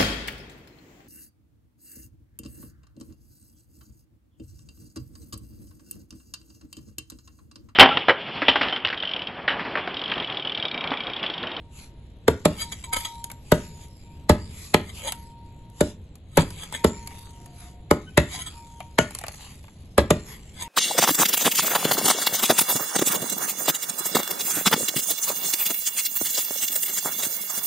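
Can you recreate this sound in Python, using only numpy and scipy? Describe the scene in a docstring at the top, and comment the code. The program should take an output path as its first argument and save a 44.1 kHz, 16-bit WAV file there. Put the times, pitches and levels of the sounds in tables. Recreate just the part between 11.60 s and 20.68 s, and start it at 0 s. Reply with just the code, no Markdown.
"""A low outdoor rumble and a faint steel ring come first, then a swish of sleeves, then the first pickaxe blow.
Two steel pickaxes, one heavy and one light, work on a stone block on open ground, close to a microphone pair.
Shaped noise makes the crack, crunch and thud of each blow; decaying tones make the knock of the block and the steel.
Grit flies, crumbs patter down, dust trickles and larger chips land, all made from short or flowing noise.
Between blows the heavy pick scrapes out of its hole, squeaks once and sings, and a faint tone swells once."""
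import sys
import numpy as np
from scipy import signal
from scipy.fft import rfft, irfft
from scipy.io import wavfile
from scipy.ndimage import uniform_filter1d

SR = 44100
rng = np.random.default_rng(int(sys.argv[2]) if len(sys.argv) > 2 else 0)


def pcm_store(signal):
    """Save signal as 16-bit PCM."""
    levels = np.round(np.clip(np.atleast_2d(signal), -1, 1) * 32767)
    wavfile.write(sys.argv[1], SR, levels.astype(np.int16).T)


N = 400428  # length of the scene [samples]

# One row a blow; the spot that is hit sets the block's pitch and how its groups of modes answer:
# (time [s], pick, deep, low, middle and high knock [dB], block pitch [factor],
#  bite fade [s], crunch [dB], steel ring [dB], debris [dB])
BLOWS = [ (0.6818, "light", -7, 3.5, -10, -4.5, 1.136, 0.0035, -13, -48, -41.5),
         (0.8553, "heavy", -2.5, -3, -2, -7.5, 1.034, 0.0054, -14.5, -61.5, -45),
         (1.9205, "light", -1.5, -.5, -.5, -6.5, 1.026, 0.0051, -11.5, -29, -41.5),
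         (2.6958, "heavy", -0.5, 0.5, 0.5, 0.5, 1.02, 0.0099, -14, -53, -44),
         (3.1434, "heavy", -4, -1, -7.5, -2, 1.016, 0.0035, -7.5, -38.5, -51.5),
         (4.2096, "light", -4, -2.5, -4, -29, 1.014, 0.0038, -17, -29, -65.5),
         (4.7741, "heavy", -6.5, -2, -2, -7.5, 0.97, 0.016, -13, -34, -40),
         (5.2454, "light", -2.5, 1, -5.5, -4.5, 1.06, 0.0049, -15.5, -38, -37),
         (6.3116, "light", -4.5, 1.5, -4.5, 0.5, 1.007, 0.0029, -13.5, -30, -45),
         (6.5765, "heavy", -4.5, -1, .5, -8.5, 1.0, 0.008, -8.5, -48, -40),
         (7.3871, "light", -9, -6, -6.5, -7, 1.085, 0.0017, -6.5, -16.5, -34),
         (8.3810, "light", -6, -1, 1, -2, 0.98, 0.011, -14, -45.5, -43),
         (8.507, "heavy", -4, -2, -3, -10.5, 1.01, 0.0053, -13, -52, -47)]
# Steel dragged over stone: (peak time [s], level [dB], swell [s])
SCRAPES = [ (1.023, -24.5, .026), (1.122, -26.5, 0.0025), (1.242, -32, .003), (1.333, -17, 0.0038),
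           (1.366, -20.5, 0.0028), (1.41, -33, .006), (1.452, -23.5, 0.0025), (3.30, -38, 0.019),
           (3.485, -23.5, 0.03), (4.812, -27, 0.025), (5.039, -33.5, 0.043), (5.149, -23, 0.01),
           (6.75, -39.5, 0.033), (6.814, -29, 0.042), (6.874, -29.5, 0.0084), (9.026, -26, 0.025)]
# The heavy head sings as it comes free or is jolted: (time [s], starting level [dB], length [s])
SINGING = [(0, -57, 1.3), (1.005, -39.5, .17), (1.259, -35, 0.58), (1.921, -49.5, .5), (2.433, -52, 0.68),
           (3.481, -43.5, .97), (5.155, -40.5, 1.23), (6.925, -43, 0.47), (8.995, -37.5, .3)]
# The point squeaks as it is eased out: (peak time [s], pitch [Hz], level [dB], half length [s])
SQUEAKS = [(6.485, 1510, -46, .014)]
# The larger chips landing: (time [s], click [dB], clack [dB])
CHIPS = [(1.642, -21, -42), (1.701, -33, -38.5), (1.716, -29.5, -42), (3.522, -16, -30.5), (4.1, -50, -65),
         (4.555, -41, -55), (4.905, -32, -41), (5.125, -28.5, -34), (5.474, -26, -39.5), (5.86, -39, -44),
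         (7.204, -38, -31), (7.508, -32, -43), (7.55, -23.5, -35), (7.588, -25.5, -43), (7.614, -33, -40),
         (7.638, -31, -26.5), (7.666, -32, -35), (7.683, -23, -30.5), (8.041, -48, -45),
         (8.081, -54, -42.5)]
# Sleeves swish as a pick is lifted or worked loose: (peak time [s], level [dB], half length [s])
SWISHES = [(0.206, -46.5, 0.06), (1.983, -47, 0.11), (2.227, -50, 0.041), (3.027, -42.5, 0.1),
           (3.383, -43, 0.044), (4.247, -44, .066), (6.027, -49.5, 0.082), (6.746, -37.5, 0.04),
           (7.868, -47, 0.09), (8.713, -43, 0.052)]

# Tones of the block in four groups, deep to high, before pitch and level vary:
# (frequency [Hz], level [dB], time to fall 60 dB [s])
BLOCK_MODES = [
    [(164.2, -2.5, 0.054), (221.7, -4.5, 0.055)],
    [(365, 2.5, 0.025), (433.7, -1, 0.024)],
    [(585.3, -2, 0.054)],
    [(793, -0.5, 0.011), (848, -3.5, 0.03), (999, -9.5, 0.033), (1242, -9, 0.032)],
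]
# Tones of each steel head, before pitch and level vary: (frequency [Hz], level [dB], time to fall 60 dB [s])
HEAD_MODES = { "heavy": [(1260, -6, .12), (2210, -8, .1), (3332, 0, .13), (3760, -8, .1), (4640, -12, .2),
              (6815, -10, .15), (7612, -10, .2), (8330, -6, .12)], "light": [(614, -2, .16), (1491, 0, .11),
              (1900, -16, .2), (3036, -5, .11), (4600, -24, .14), (6585, -11, .14), (7420, -13, .14),
              (10930, -18, .16)]}
# Resonances of the scraping point: (frequency [Hz], width [Hz], relative level [dB])
POINT_RESONANCES = [(1026, 40, 12.5), (1300, 55, 12.5), (1640, 140, -3.5), (2213, 250, 12), (3100, 36, 6.5),
                    (3310, 220, 15.5), (3803, 150, 9.5), (4730, 71, 13.5), (6665, 200, 10.5),
                    (7700, 180, -0.5), (7970, 430, 5.5), (7950, 85, 10.5), (9930, 140, 15.5),
                    (9350, 68, -22.5), (10500, 470, -13.5)]

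# Noise colours, each a list of (frequency [Hz], relative level [dB per Hz]):
# the surface cracking
CRACK_COLOUR = [(300, -1.5), (1500, 6), (3500, -19.5), (5000, 0.5), (5700, -11), (7200, 3), (9000, -1),
                (11500, 3.5), (13000, -22)]
# stone being crushed
CRUNCH_COLOUR = [(100, -22.5), (500, 1), (900, 4.5), (1400, -0.5), (2000, 3.5), (2900, -4.5), (3800, -2.5),
                 (5600, -15.5), (8000, -13), (12000, -39.5)]
# the block pushed into the ground
THUD_COLOUR = [(20, -27), (45, -5.5), (85, 6.5), (130, -3.5), (220, -7.5), (320, -5.5), (450, -37.5),
               (800, -21.5), (3000, -58)]
# flying grit; dust and sleeves use it too
GRIT_COLOUR = [(200, -32.5), (900, 5.5), (1500, -2), (2400, 7), (3800, 5.5), (5000, 5), (5700, 0),
               (7300, 9), (8800, -2.5), (10300, 5.5), (11500, 4.5), (13000, -36)]
# the bright click of a landing chip or crumb
CLICK_COLOUR = [(300, -26.5), (1500, -10), (2500, -6.5), (4500, 0), (5800, -4), (7200, 2), (8700, 1),
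                (10500, 5), (12000, -1)]
# the duller clack of a landing chip or crumb
CLACK_COLOUR = [(100, -34), (400, -3.5), (800, 7.5), (1400, -1), (2500, 0.5), (5000, -22), (12000, -31)]
# the low outdoor rumble
AIR_COLOUR = [(12, -5.5), (28, -11.5), (45, -0.5), (85, 0.5), (150, -7), (300, -16.5), (500, -24),
              (800, -29), (1300, -40), (4000, -36), (12000, -122)]

# How fast the echo dies: (frequency [Hz], time to fall 60 dB [s])
ECHO_DECAY = [(60, 1), (250, 0.32), (600, 0.21), (2000, 0.35), (10000, 0.16)]
# How alike the two microphones sound: (frequency [Hz], likeness [-1 to 1])
LIKENESS = [(50, .99), (300, .97), (700, .92), (1200, .55), (2000, .3), (4000, .3), (6000, .5), (7200, .85),
            (11000, .85), (12000, .65)]
# How far the left microphone leads: (frequency [Hz], phase [radians])
LEAD = [(50, 0), (700, .2), (1300, .9), (2200, 0), (3900, -.6), (5200, -3), (6600, -.1), (7500, -.7),
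        (8900, -3), (10000, -4), (11000, -5.6), (12000, -6.1)]
# How much louder the left microphone is: (frequency [Hz], left minus right [dB])
BALANCE = [(300, 0), (700, .3), (1200, 3.5), (2500, 2.8), (4000, .2), (12000, -.4)]

# The first crack of each pick: {pick: level [dB]}
CRACK_DB = {"heavy": -13.5, "light": -16.5}
# Brightness of each head's ring: {pick: tilt [dB per octave]}
RING_TILT_DB = {"heavy": 0.5, "light": -1}
# Dust trickling after a blow, relative to its debris: {pick: level [dB]}
DUST_DB = {"heavy": -9.5, "light": -15.5}

# A longer bite pushes the block harder into the ground
THUD_DB, USUAL_BITE_S, THUD_DB_PER_DOUBLING = -17.5, 0.0045, 4
# A slow drag also dies away more slowly: fade = base + factor * swell
SCRAPE_FADE_S, FADE_PER_SWELL = 0.01, 0.059
SING_RISE_S, SING_FADE_OUT_S = 0.067, 0.13
# Crumbs after the blow with most debris; they fall thickest after one flight, some sooner, some later
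CRUMBS_DB = -43
FLIGHT_S, FIRST_FALL_S, LAST_FALL_S = 0.28, 0.05, 0.17
# Dust starts a moment after a blow and is soon spent
DUST_DELAY_S, DUST_RUN_S = 0.04, 0.63
ECHO_DB, AIR_DB = -15.5, -44.5
EDGE_HZ = 12350  # upper limit of the sound


def amp(db):
    """Turns decibels into a gain."""
    return 10 ** (np.asarray(db) / 20)


def evened(x):
    """Scales a signal to an rms (average strength) of 1."""
    return x / np.sqrt(np.mean(x ** 2) + 1e-20)


def evened_gain(response):
    """Finds the rms gain of a frequency response."""
    return np.sqrt(np.mean(abs(response) ** 2))


def read(points, hz):
    """Reads a table between its points on a log-frequency axis."""
    f, value = np.transpose(points)
    return np.interp(np.log(hz + 1), np.log(f + 1), value)


def add(mix, s, sound):
    """Mixes a sound in at time s [s], cut off at the end of the scene."""
    part = mix[:, max(round(s * SR), 0):][:, :sound.shape[1]]
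    part += sound[:, :part.shape[1]]


def noise(colour, size, lumps_db=0, lump_hz=130):
    """Two noises of one colour, one shared by the microphones and one not; lumps are a fragment's own resonances."""
    hz = np.fft.rfftfreq(size, 1 / SR)
    bumps = rng.standard_normal(len(hz)).clip(-2, 2)
    lumps = np.interp(hz / lump_hz, np.arange(len(hz)), bumps)
    white = rfft(rng.standard_normal((2, size)))
    return evened(irfft(white * amp(read(colour, hz) + lumps_db * lumps), size))


def grains(depth_db, length, size):
    """Uneven gain, like stone breaking grain by grain; length is one grain [s]."""
    t = np.arange(size) / SR
    steps = rng.standard_normal(size).clip(-2, 2)
    return evened(amp(depth_db * np.interp(t / length, np.arange(size), steps)))


def burst(t, swell, fade):
    """Swells up to t = 0 and dies away after it, by a factor e in each given time [s]."""
    return np.exp(-np.where(t < 0, -t / max(swell, 1e-4), t / max(fade, 1e-4)))


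def ring(modes, t, pitch, tilt_db, detune, rise_cycles):
    """Tones struck at t = 0; neighbours swing in opposite senses, and low ones build up slowly."""
    t, out = np.maximum(t, 0), 0
    for k, (hz, db, t60) in enumerate(modes):
        weight, shift, angle = rng.standard_normal(3).clip(-2, 2)
        turns = hz * pitch * (1 + detune * shift) * t
        rise = 1 - np.exp(-(turns / rise_cycles) ** 2)
        level = amp(db + weight + tilt_db * np.log2(hz / 2000) - 60 * t / t60) * rise
        phases = np.array([[0], [np.pi * angle]])  # the shared part and the part that differs
        out = out + (-1) ** k * level * np.sin(2 * np.pi * turns + phases)
    return out


def patchy(x, depth_db, count_frames, count_bins):
    """Shifts the colour at random from moment to moment, as a changing contact does."""
    z = signal.stft(x, nperseg=1024, noverlap=768)[2]
    field = rng.standard_normal(z.shape[1:])
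    for _ in range(2):  # smooth twice over frequency and time
        field = uniform_filter1d(field, count_bins, 0)
        field = uniform_filter1d(field, count_frames, 1)
    gain = evened(amp(depth_db * evened(field)))
    return signal.istft(z * gain, nperseg=1024, noverlap=768)[1][:, :x.shape[1]]


def blows():
    """The point cracks the surface, crushes in and knocks the block, which thuds on the ground; grit flies."""
    out, lead = np.zeros((2, N)), 1 / 50
    t = np.arange(SR // 3) / SR - lead
    size = len(t)
    for s, pick, *knock_db, pitch, bite, crunch_db, ring_db, debris_db in BLOWS:
        crack = noise(CRACK_COLOUR, size)
        crack = crack * burst(t + 0.0012, 0.00078, 0.0036) * grains(3.7, 0.0007, size)

        crunch = noise(CRUNCH_COLOUR, size, lumps_db=4, lump_hz=109.8)
        crunch = crunch * burst(t - 0.001, 0.0022, bite) * grains(2.2, 0.001, size)

        knock = 0
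        for db, modes in zip(knock_db, BLOCK_MODES):
            knock = knock + amp(db) * ring(modes, t, pitch, 0, detune=0.006, rise_cycles=0.7)

        thud = noise(THUD_COLOUR, size) * burst(t - 0.009, 0.0034, 0.022)
        thud_db = THUD_DB + THUD_DB_PER_DOUBLING * np.log2(bite / USUAL_BITE_S)

        steel = ring(HEAD_MODES[pick], t, 0.97, RING_TILT_DB[pick], detune=0.0008, rise_cycles=5.9)

        grit = noise(GRIT_COLOUR, size, lumps_db=7) * (t > 0)
        grit = grit * burst(t - 0.028, 0.02, 0.014) * grains(3.5, 0.002, size)

        stone = amp(CRACK_DB[pick]) * crack + amp(crunch_db) * crunch + knock
        blow = stone + amp(thud_db) * thud + amp(ring_db) * steel + amp(debris_db) * grit
        add(out, s - lead, blow)
    return out


def scrapes():
    """The point catches and slips on coarse grains, through the resonances of the steel."""
    t, hz = np.arange(N) / SR, np.fft.rfftfreq(N, 1 / SR)
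    pressure = 0
    for s, db, swell in SCRAPES:
        fade = SCRAPE_FADE_S + FADE_PER_SWELL * swell
        pressure = pressure + amp(db) * burst(t - s, swell, fade)
    rubbing = patchy(rng.standard_normal((2, N)), 6.24, 7, 2)
    friction = rubbing * grains(3.6, 0.0012, N) * pressure
    steel = sum(amp(db) / (1 + 2j * (hz - f) / width) for f, width, db in POINT_RESONANCES)
    return irfft(rfft(friction) * steel / evened_gain(steel), N)


def chips():
    """Each chip lands with a bright click and a duller clack, coloured by its own shape."""
    out, lead = np.zeros((2, N)), 1 / 100
    t = np.arange(SR // 10) / SR - lead
    size = len(t)
    for s, click_db, clack_db in CHIPS:
        click = noise(CLICK_COLOUR, size, lumps_db=4, lump_hz=300)
        click = click * burst(t, 0.0005, 0.003) * grains(2.5, 0.0008, size)
        clack = noise(CLACK_COLOUR, size, lumps_db=5) * burst(t - 0.001, 0.0005, 0.006)
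        add(out, s - lead, amp(click_db) * click + amp(clack_db) * clack)
    return out


def singing(hz=932, t60=2.77, beat_hz=3.12, partner_db=-13):
    """The two arms of the heavy head ring like a tuning fork; each tone fades out at the end of its given length."""
    out = np.zeros((2, N))
    for s, db, length in SINGING:
        t = np.arange(int(length * SR)) / SR
        rise = np.minimum(t / SING_RISE_S, 1)
        fade_out = np.minimum((length - t) / SING_FADE_OUT_S, 1)
        level = amp(db - 60 * t / t60) * rise * fade_out
        # a weaker partner slightly higher in pitch makes the tone beat
        beating = 1 + amp(partner_db) * np.exp(2j * np.pi * beat_hz * t)
        tone = np.exp(2j * np.pi * hz * t) * beating
        add(out, s, level * np.array([tone.real, tone.imag]))
    return out


def squeaks(octave_db=0, sag=0.028):
    """Steel sticks and slips on stone: a brief wavering tone and its octave, sagging in pitch."""
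    out, lead = np.zeros((2, N)), 1 / 10
    t = np.arange(SR // 5) / SR - lead
    for s, hz, db, half in SQUEAKS:
        pitch = hz * (1 - sag * t / lead) * grains(0.038, 0.0041, len(t))
        turns = np.cumsum(pitch) / SR
        tone = np.exp(2j * np.pi * turns) + amp(octave_db) * np.exp(2j * np.pi * 2 * turns)
        swell = np.exp(-(t / half) ** 2)
        add(out, s - lead, amp(db) * swell * np.array([tone.real, tone.imag]))
    return out


def crumbs(per_s=130):
    """Crumbs thrown by each blow tick on the ground at random, most of them about one flight later."""
    t = np.arange(N) / SR
    most_db = max(row[-1] for row in BLOWS)
    fall = 0
    for s, *_, debris_db in BLOWS:
        level_db = CRUMBS_DB + 2 * (debris_db - most_db)  # twice the debris difference
        fall = fall + amp(level_db) * burst(t - s - FLIGHT_S, FIRST_FALL_S, LAST_FALL_S)
    out, age = 0, np.arange(SR // 40) / SR
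    colours = [(CLICK_COLOUR, 0), (CLACK_COLOUR, -3)]  # each with its level [dB]
    for colour, db in colours:
        landings = rng.random(N) < per_s / len(colours) / SR
        landings = landings * (1 + rng.exponential(1, N).clip(0, 3))  # uneven strengths
        tick = noise(colour, len(age)) * np.exp(-age / 0.003)
        out = out + amp(db) * signal.oaconvolve(landings[None], tick, axes=1)[:, :N]
    return evened(out) * fall


def dust(trickle_db=-71, scraped_db=-24, scraped_fade=0.094):
    """Fine dust runs off after every blow and scrape and thins to a faint steady trickle."""
    t = np.arange(N) / SR
    struck = 0
    for s, pick, *_, debris_db in BLOWS:
        run = (t > s + DUST_DELAY_S) * np.exp(-((t - s) / DUST_RUN_S) ** 2)
        struck = struck + amp(debris_db + DUST_DB[pick]) * run
    scraped = sum(amp(db + scraped_db) * burst(t - s, swell, scraped_fade) for s, db, swell in SCRAPES)
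    flow = np.sqrt(amp(trickle_db) ** 2 + struck ** 2 + scraped ** 2)
    return patchy(noise(GRIT_COLOUR, N), 5.5, 14, 7) * flow * grains(3.5, 0.003, N)


def sleeves():
    """Cloth rubs on cloth in a soft hiss that swells and falls with the arm."""
    t = np.arange(N) / SR
    speed = sum(amp(db) * np.exp(-((t - s) / half) ** 2) for s, db, half in SWISHES)
    return patchy(noise(GRIT_COLOUR, N) * speed * grains(1.5, 0.004, N), 4, 14, 9)


def faint_tone(s=6.03, half=0.22, hz=715, width_hz=25, db=-57):
    """A faint wavering tone, made of narrow-band noise, swells once in the background."""
    t, f = np.arange(N) / SR, np.fft.rfftfreq(N, 1 / SR)
    band = np.exp(-((f - hz) / width_hz) ** 2)
    tone = evened(irfft(rfft(rng.standard_normal(N)) * band, N))
    return amp(db) * tone * np.exp(-((t - s) / half) ** 2)


def yard(x):
    """A short scatter from the ground and things nearby, each band dying at its own speed."""
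    size = SR // 2
    rise = np.minimum(np.arange(size) / SR / 0.006, 1) ** 2
    taps = rng.standard_normal((2, size)) * (rng.random((2, size)) < 0.08) * rise
    hz, t, z = signal.stft(taps, SR, nperseg=256)
    decay = amp(-60 * t / read(ECHO_DECAY, hz)[:, None])
    tail = signal.istft(z * decay, SR, nperseg=256)[1]
    return signal.fftconvolve(x[:1], tail / np.linalg.norm(tail[0]), axes=1)[:, :N]


def outdoor_rumble():
    """Steady noise, strongest in the bass, with a slowly wavering level."""
    return amp(AIR_DB) * noise(AIR_COLOUR, N) * grains(1, 0.15, N)


def microphones(x):
    """Two close microphones: alike in the bass, with a phase difference that turns in the treble."""
    hz = np.fft.rfftfreq(N, 1 / SR)
    same = np.clip(read(LIKENESS, hz), -1, 1)
    shared, apart = rfft(x) * np.sqrt([(1 + same) / 2, (1 - same) / 2])
    # half the level and phase difference goes to each side
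    port = amp(read(BALANCE, hz) / 2) * np.exp(0.5j * read(LEAD, hz))
    return irfft(np.array([(shared + apart) * port, (shared - apart) / port]), N)


def scene():
    """The work on the block with its echo, the singing steel, the faint tone and the outdoor rumble."""
    work = blows() + scrapes() + squeaks() + chips() + crumbs() + dust() + sleeves()
    echo = amp(ECHO_DB) * yard(work)
    return microphones(work + echo + singing() + faint_tone() + outdoor_rumble())


def record(dry):
    """The blows overload the input softly; then the highest treble is cut off."""
    squashed = np.tanh(dry)
    low_pass = signal.firwin(201, EDGE_HZ, window=("kaiser", 8), fs=SR)
    return signal.oaconvolve(squashed, low_pass[None], "same")


dry = scene()
out = record(dry)
pcm_store(out)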